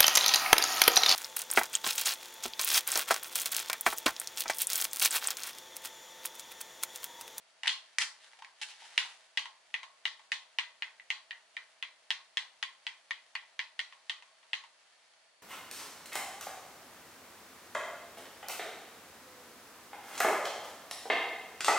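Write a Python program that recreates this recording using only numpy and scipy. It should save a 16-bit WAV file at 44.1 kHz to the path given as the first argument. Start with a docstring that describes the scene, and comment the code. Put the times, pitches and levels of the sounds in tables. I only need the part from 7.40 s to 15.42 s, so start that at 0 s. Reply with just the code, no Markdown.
"""A faint, steady hiss with whirring bands fills a small bedroom while sleeves rustle over a plastic controller.
A headset plug catches and snaps home, the casing clacks, and skin and cable scrape over it: all in two seconds.
Then a thumb presses a button about four times a second, with a few releases heard, until the hands come to rest.
Contacts are damped modes plus a crack of noise; rubbing and hiss are shaped noise.
Echoes from desk, screen and body and a decaying noise tail from the walls answer the controller."""
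import sys
import numpy as np
from scipy import signal
from scipy.fft import rfft, irfft, next_fast_len
from scipy.io import wavfile
from scipy.ndimage import map_coordinates

SR = 44100
rng = np.random.default_rng(int(sys.argv[2]) if len(sys.argv) > 2 else 0)


def dump_mix(stems):
    """Bounce the given channels to the path in sys.argv[1] as a 16-bit WAV at rate SR."""
    frames = np.atleast_2d(stems).T  # one column per channel
    limited = np.clip(frames, -1, 1)  # hard clip at full scale
    pcm = np.round(limited * 32767).astype(np.int16)
    wavfile.write(sys.argv[1], SR, pcm)


N = 353726

# Spectrum of the hiss. Each row: frequency in Hz, relative density in dB per Hz.
HISS_SPECTRUM = [(30, -27), (170, -16), (340, -11), (430, -7), (540, -2), (800, 0), (1000, -1.5),
                 (2000, -.5), (3500, -4.5), (5000, -6.5), (7000, -9), (11000, -13)]
# Narrow bands that stand out of the hiss. 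Each row: centre in Hz, half-width in Hz, level in dB.
WHIRR_BANDS = [(650, 40, -79.5), (4320, 65, -81), (4590, 70, -81.5)]
# Stereo likeness of the hiss. Each row: frequency in Hz, left-right correlation.
HISS_LIKENESS = [(60, 0.51), (220, 0.27), (830, 0.58), (3070, 0.036), (11400, 0.03)]

# Arm movements that rustle the sleeves. Each row: time of full swell in seconds, hold in seconds,
# level in dB before the friction lift.
ARM_MOVES = [(0.45, 0.043, -68.5), (0.845, 0.029, -63.5), (1.285, 0.027, -59), (1.44, 0.022, -57.5),
             (1.527, 0.14, -58.5)]
# Short slides of skin and cable over the casing. Each row: start in seconds, length in seconds,
# scrape level in dB and hollow shell level in dB, both before the friction lift.
SLIDES = [(0.606, 0.028, -38, -62.5), (0.989, 0.014, -60.5, -61.5), (1.215, 0.021, -42, -61.5),
          (1.286, 0.03, -53, -88), (1.413, 0.035, -58, -61), (1.65, 0.013, -60, -59)]
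# Spectrum of cloth rubbing. Each row: frequency in Hz, relative density in dB per Hz.
CLOTH_SPECTRUM = [(120, -65), (200, -32.5), (284, -26.5), (547, -17), (818, -5.5), (1180, -11.5),
                  (1800, -2.5), (2520, -6.5), (3020, -3.5), (6760, -11.5), (11000, -18), (14300, -45.5),
                  (22000, -120)]
# Spectrum of a slide over textured plastic. Each row: frequency in Hz, relative density in dB per Hz.
SCRAPE_SPECTRUM = [(100, -57), (500, -40), (900, -19), (1700, -2.5), (2900, 2), (4300, -2.5), (6000, -7),
                   (11000, -16.5)]

# Stereo likeness of the direct sound. Each row: frequency in Hz, left-right correlation.
DIRECT_LIKENESS = [(1000, 0.86), (2500, 0.88), (4500, 0.61), (10000, 0.12)]
# Desk, screen and body reflections. Each row: left delay in seconds, right delay in seconds,
# left level in dB, right level in dB; delays sway a little and each source trims the levels.
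ECHOES = [(.00228, .00221, -14.5, -14), (.00440, .00446, -11, -19), (.00755, 0.0094, -6, -6),
          (.00925, .00932, -10.5, -13), (0.016, .0181, -20, -13.5), (0.0245, 0.02, -18.5, -12.5)]
# Dying speed of the room. Each row: frequency in Hz, time to fall 60 dB in seconds.
ROOM_T60 = [(300, 0.61), (1000, 0.39), (2000, 0.29), (4000, 0.3), (10000, 0.28)]
# Tone of the room. Each row: frequency in Hz, relative gain in dB.
ROOM_GAIN = [(300, -10), (700, -7.5), (1050, -3), (1500, -5.5), (2000, -10.5), (3000, -10.5), (4500, -3),
             (10000, -5.5)]
# Stereo likeness of the room. Each row: frequency in Hz, left-right correlation.
ROOM_LIKENESS = [(500, 0.98), (1000, 0.59), (2000, 0.78), (4000, 0.19), (10000, 0)]

# Plug and casing contacts. Each row: start in seconds, level in dB before the trim,
# hollow knock in dB, hard edge in dB, treble snap in dB.
CONTACTS = [(0.2335, -34.5, 5.5, -1.5, -6), (0.245, -40.5, 7, -5, -17), (0.257, -32, 1.5, -15, -19),
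            (0.2605, -33.5, 6, -8, -12), (0.2718, -28, 1, -3, -6.5), (0.2775, -29.5, -4, 11, 1.5),
            (0.2925, -29.5, -5, 3, -11.5), (0.5845, -23, 0, -8.5, 2), (0.932, -54, 8, -6, -17),
            (1.022, -47, 15, -5, -9), (1.0461, -45, -7, -5, -10.5), (1.5777, -21, -1.5, 1.5, -7.5)]
# Modes of the plug and its socket, before random variation. Each row: frequency in Hz,
# relative level in dB, time to fall 60 dB in seconds.
SOCKET_MODES = [(896, -15.5, 0.04), (1064, -24, 0.11), (1553, -11.5, 0.035), (1953, 3.5, 0.031),
                (2300, -10.5, .018), (2710, -3, 0.0067), (2920, 6, 0.022), (3535, -8, 0.0087),
                (4216, -2, 0.021), (5300, -5.5, 0.0085)]
# The crack of plastic on plastic. Each row: frequency in Hz, relative density in dB per Hz.
CRACK_SPECTRUM = [(30, -36), (300, -37), (550, -30), (850, -13), (1300, -15), (1900, -1), (3300, 0),
                  (5000, -7), (6500, -10), (8000, -14), (11000, -22)]

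# Button presses. Each row: start in seconds, level in dB before the trim,
# sharpness in dB (a flick of the thumb is above 0, a gentle push below).
PRESSES = [(1.9735, -28.5, 6), (2.3412, -29.5, -2.5), (2.654, -28.5, 3), (2.9184, -29.5, 6),
           (3.1861, -27, 2), (3.4221, -30, -5.5), (3.5977, -45.5, -15), (3.703, -29, 2),
           (3.9084, -35.5, -6), (4.167, -34, -7.5), (4.4259, -33, -1.5), (4.7048, -29.5, 5.5),
           (4.9711, -29.5, 5), (5.227, -31.5, 3), (5.467, -33, 0.5), (5.7082, -30.5, -4),
           (5.9525, -30, -5.5), (6.1921, -29, -3.5), (6.3921, -31, 2), (6.6965, -33, 5),
           (7.1321, -30.5, 3.5)]
# The few heard releases, a button sliding back up, and one light tap at 2.794 s with the same hollow touch.
# Each row: start in seconds, level in dB before the trim.
RELEASES = [(2.056, -44.5), (2.431, -45), (2.794, -58), (6.524, -52), (6.823, -53.5), (7.029, -63),
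            (7.238, -53.5)]
# Modes of the gripped shell under a button, before random variation. Each row: frequency in Hz,
# relative level in dB, time to fall 60 dB in seconds.
SHELL_MODES = [(906, -24, 0.032), (1096, -23, 0.039), (1873, -2.5, 0.019), (2023, 1.5, 0.019),
               (2435, -8.5, 0.025), (2932, -1, 0.0091), (3327, 4.5, 0.0071), (4048, 1.5, 0.0072),
               (4550, -16, 0.032), (6285, -4.5, 0.0075)]
# Touch of a press of sharpness 0. In order: hollow knock in dB, hard edge in dB, treble snap in dB.
PRESS_TOUCH = (1, 0.83, -10)
# Touch of a release. In order: hollow knock in dB, hard edge in dB, treble snap in dB.
RELEASE_TOUCH = (15, 0, -4.5)
# A sharper press is brighter. In order: dB of knock, of edge and of snap gained per dB of sharpness.
BRIGHTENS = (0.36, 0.69, 1.0)

TOP_HZ = 11150  # band limit
HIT, TAIL = 2048, 14400  # lengths of a click and of the room's answer (samples)
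SWELL_S, SETTLE_DB_PER_S = 0.15, 66  # a rustle swells up to its time and dies away after its hold
FIDGET_DB, STILL_S = -73.5, 7.8  # faint stirring before the friction lift, until the hands come to rest
CHATTER_S, CHATTER_DULL_DB = .0045, 9.5  # mean wait for the second landing, and its loss of treble


def amp(db):
    """Decibels to gain."""
    return 10 ** (np.asarray(db) / 20)


def unit(x):
    """Scale to rms 1."""
    return x / np.sqrt(np.mean(x ** 2) + 1e-20)


def along(points, hz):
    """Read (Hz, value) points on a log frequency axis."""
    f, v = np.transpose(points)
    return np.interp(np.log(hz + 1), np.log(f + 1), v)


def filtered(x, response):
    """Shape a sound's spectrum by a response of frequency."""
    n = x.shape[-1]
    m = next_fast_len(n + HIT)
    spectrum = rfft(x, m) * response(np.fft.rfftfreq(m, 1 / SR))
    return irfft(spectrum, m)[..., :n]


def coloured(x, points):
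    """EQ a short sound to (Hz, dB) points with a minimum-phase filter, so nothing smears ahead of the hit."""
    gain = amp(along(points, np.fft.rfftfreq(2 * HIT, 1 / SR)))
    # folding the cepstrum forward in time makes the filter causal
    cepstrum = irfft(np.log(gain))
    cepstrum[1:HIT] *= 2
    cepstrum[HIT + 1:] = 0
    return irfft(rfft(x, 2 * HIT) * np.exp(rfft(cepstrum)))[..., :HIT]


def noise_pair(likeness, size):
    """White stereo noise, its mid and side balanced to give the wanted left-right correlation."""
    def mid_side_gain(hz):
        turn = np.arccos(np.clip(along(likeness, hz), -1, 1)) / 2
        return np.array([np.cos(turn), np.sin(turn)])

    mid, side = filtered(rng.standard_normal((2, size)), mid_side_gain)
    return np.array([mid + side, mid - side])


def add(track, s, sound):
    """Mix a sound into the track at time s."""
    start = max(round(s * SR), 0)
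    part = sound[:, :track.shape[1] - start]
    track[:, start:start + part.shape[1]] += part


def room_tone(hiss_db=-67):
    """Steady shaped noise with a few faint resonant bands whirring in it."""
    hiss = unit(filtered(noise_pair(HISS_LIKENESS, size=N), lambda hz: amp(along(HISS_SPECTRUM, hz))))
    tone = amp(hiss_db) * hiss
    for centre, width, db in WHIRR_BANDS:
        band = lambda hz: 1 / (1 + ((hz - centre) / width) ** 2)
        tone = tone + amp(db) * unit(filtered(noise_pair(HISS_LIKENESS, size=N), band))
    return tone


def handling(walls, hollow_hz=840, width_hz=60, lift_db=3.0):
    """Grainy friction of sleeves and skin; quick slides scrape the casing and stir its lowest resonance."""
    t = np.arange(N) / SR
    scrape, stir = np.zeros(N), np.zeros(N)
    for s, length, scrape_db, hollow_db in SLIDES:
        stroke = np.interp(t, [s - .001, s + 0.00084, s + length, s + length + 0.0056], [0, 1, 1, 0])
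        scrape += amp(scrape_db) * stroke
        stir += amp(hollow_db) * stroke
    # fibres catch and let go, in clumps
    grip = amp(3.4 * wobble(400) + 1.1 * wobble(35))

    def rub(spectrum):
        grains = noise_pair(DIRECT_LIKENESS, size=N) * grip
        return unit(filtered(grains, lambda hz: amp(along(spectrum, hz))))

    resonance = lambda hz: 1 / (1 + ((hz - hollow_hz) / width_hz) ** 2)
    hollow = unit(filtered(rng.standard_normal(N), resonance))
    rubbing = sleeve_level() * rub(CLOTH_SPECTRUM) + scrape * rub(SCRAPE_SPECTRUM)
    friction = amp(lift_db) * (rubbing + stir * hollow)
    near = near_field(friction, echo_db=-3.5)[:, :N]
    return near + signal.fftconvolve(friction, walls, axes=1)[:, :N]


def sleeve_level():
    """Each arm movement swells, holds and settles; the loudest wins over the faint stirring of the hands."""
    t = np.arange(N) / SR
    settle = lambda end: amp(-SETTLE_DB_PER_S * np.maximum(t - end, 0))
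    levels = [amp(FIDGET_DB) * settle(STILL_S)]
    for s, length, db in ARM_MOVES:
        swell = np.clip(1 + (t - s) / SWELL_S, 0, 1)
        levels.append(amp(db) * swell * settle(s + length))
    return np.max(levels, axis=0)


def wobble(rate):
    """A random curve of straight lines between rate knots a second."""
    return map_coordinates(rng.standard_normal(N // 20), [np.arange(N) * rate / SR], order=1)


def near_field(sound, echo_db):
    """A sound together with its early echoes from the desk, the screen and the body."""
    paths = np.zeros((2, TAIL))
    paths[:, 0] = 1  # direct sound
    for left_s, right_s, left_db, right_db in ECHOES:
        sway = rng.normal(0, .00006)  # seconds
        paths[0, round(abs(left_s + sway) * SR)] += amp(left_db + echo_db)
        paths[1, round(abs(right_s + sway) * SR)] += amp(right_db + echo_db)
    return signal.fftconvolve(sound, paths, axes=1)


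def room_tail():
    """The diffuse answer of the bedroom: noise in which each frequency dies at its own speed."""
    hz, t, z = signal.stft(noise_pair(ROOM_LIKENESS, size=TAIL), SR, nperseg=256)
    decay = amp(-60 * t / along(ROOM_T60, hz)[:, None])
    tail = signal.istft(z * decay, SR, nperseg=256)[1]
    build_up = np.clip(np.arange(tail.shape[1]) / SR / 0.015, 0, 1) ** 2  # reflections gather over 15 ms
    tail = filtered(tail * build_up, lambda f: f < TOP_HZ)
    level = np.linalg.norm(tail[0]) * np.sqrt(2)
    return filtered(tail / level, lambda f: amp(along(ROOM_GAIN, f)))


def plug(walls, level_db=-7):
    """The plug catches and snaps home; the casing clacks as the grip changes."""
    track = np.zeros((2, N))
    for s, db, *touch in CONTACTS:
        clack = lambda: click(SOCKET_MODES, *touch, crack_db=4.0, crack_t60=0.025, attack=0.00026)
        add(track, s, amp(db + level_db) * reflected(clack, walls, echo_db=-6, room_db=3.0))
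    return track


def click(modes, knock_db, edge_db, snap_db, crack_db, crack_t60, attack, vary_db=4.0):
    """One contact: damped modes and a brief crack, coloured by how hard and where it lands."""
    t = np.arange(HIT) / SR
    hz, db, t60 = np.transpose(modes)[:, :, None]
    strength, detune = rng.standard_normal((2, len(modes), 1))
    # neighbouring modes swing in opposite directions; short waves reach the two microphones out of step
    opposed = np.pi * np.arange(len(modes))[:, None]
    phase = opposed + rng.standard_normal((2, len(modes), 1)) * (hz / 6000) ** 2
    decay = amp(db + vary_db * strength - 60 * t / t60)
    swing = np.sin(2 * np.pi * hz * (1 + 0.01 * detune) * t + phase)
    ring = np.sum(decay * swing, axis=1)
    ring = unit(ring * (1 - np.exp(-t / attack)))
    burst = noise_pair(DIRECT_LIKENESS, size=HIT) * amp(-60 * t / crack_t60)
    crack = unit(coloured(burst, CRACK_SPECTRUM))
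    # so small a shell radiates little bass
    bass = [(60, -10.0), (400, knock_db / 2 - 6.5), (850, knock_db), (1100, knock_db)]
    middle = [(1700, 0.008), (2300, 0)]
    treble = [(3000, edge_db), (4300, (edge_db + snap_db) / 2), (6200, snap_db)]
    return coloured(unit(ring + amp(crack_db) * crack), bass + middle + treble)


def reflected(radiate, walls, echo_db, room_db):
    """The shell radiates a different click in each direction, so the room's sum is smoother than any one."""
    heard = near_field(radiate(), echo_db)
    for tail in (walls, room_tail(), room_tail()):
        add(heard, 0, amp(room_db) / np.sqrt(3) * signal.fftconvolve(radiate(), tail, axes=1))
    return heard


def buttons(walls, level_db=-7.0):
    """A thumb presses about four times a second; now and then the release is heard."""
    track = np.zeros((2, N))
    touches = []
    for s, db, sharpness in PRESSES:
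        touches.append((s, db, np.add(PRESS_TOUCH, np.multiply(BRIGHTENS, sharpness))))
    for s, db in RELEASES:
        touches.append((s, db, RELEASE_TOUCH))
    for s, db, touch in touches:
        sound = reflected(lambda: press(*touch), walls, echo_db=-0.5, room_db=1.5)
        add(track, s, amp(db + level_db) * sound)
    return track


def press(knock_db, edge_db, snap_db, rebound_db=-9.5):
    """The button lands and chatters once, more so after a hard-edged touch."""
    drag = amp(0.61 * max(knock_db, 0))  # a hollower touch, as of a release, scrapes for longer
    hit = click(SHELL_MODES, knock_db, edge_db, snap_db,
                crack_db=0, crack_t60=0.016 * drag, attack=0.0013)
    rebound = click(SHELL_MODES, knock_db, edge_db, snap_db - CHATTER_DULL_DB,
                    crack_db=2, crack_t60=0.011 * drag, attack=0.00044)
    add(hit, rng.normal(CHATTER_S, .0004), amp(rebound_db + edge_db / 2) * rebound)
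    return hit


def scene():
    """The controller sits a little to the left, in one room, over the hiss."""
    tone = room_tone()
    walls = room_tail()
    controller = handling(walls) + plug(walls) + buttons(walls)
    return tone + controller * amp([[.4], [-.4]])  # left and right in dB


def record(dry):
    """The microphone channel keeps nothing above its band limit, with a 200 Hz wide slope around it."""
    return filtered(dry, lambda hz: np.clip((TOP_HZ - hz) / 200 + .5, 0, 1))


dry = scene()
out = record(dry)
dump_mix(out)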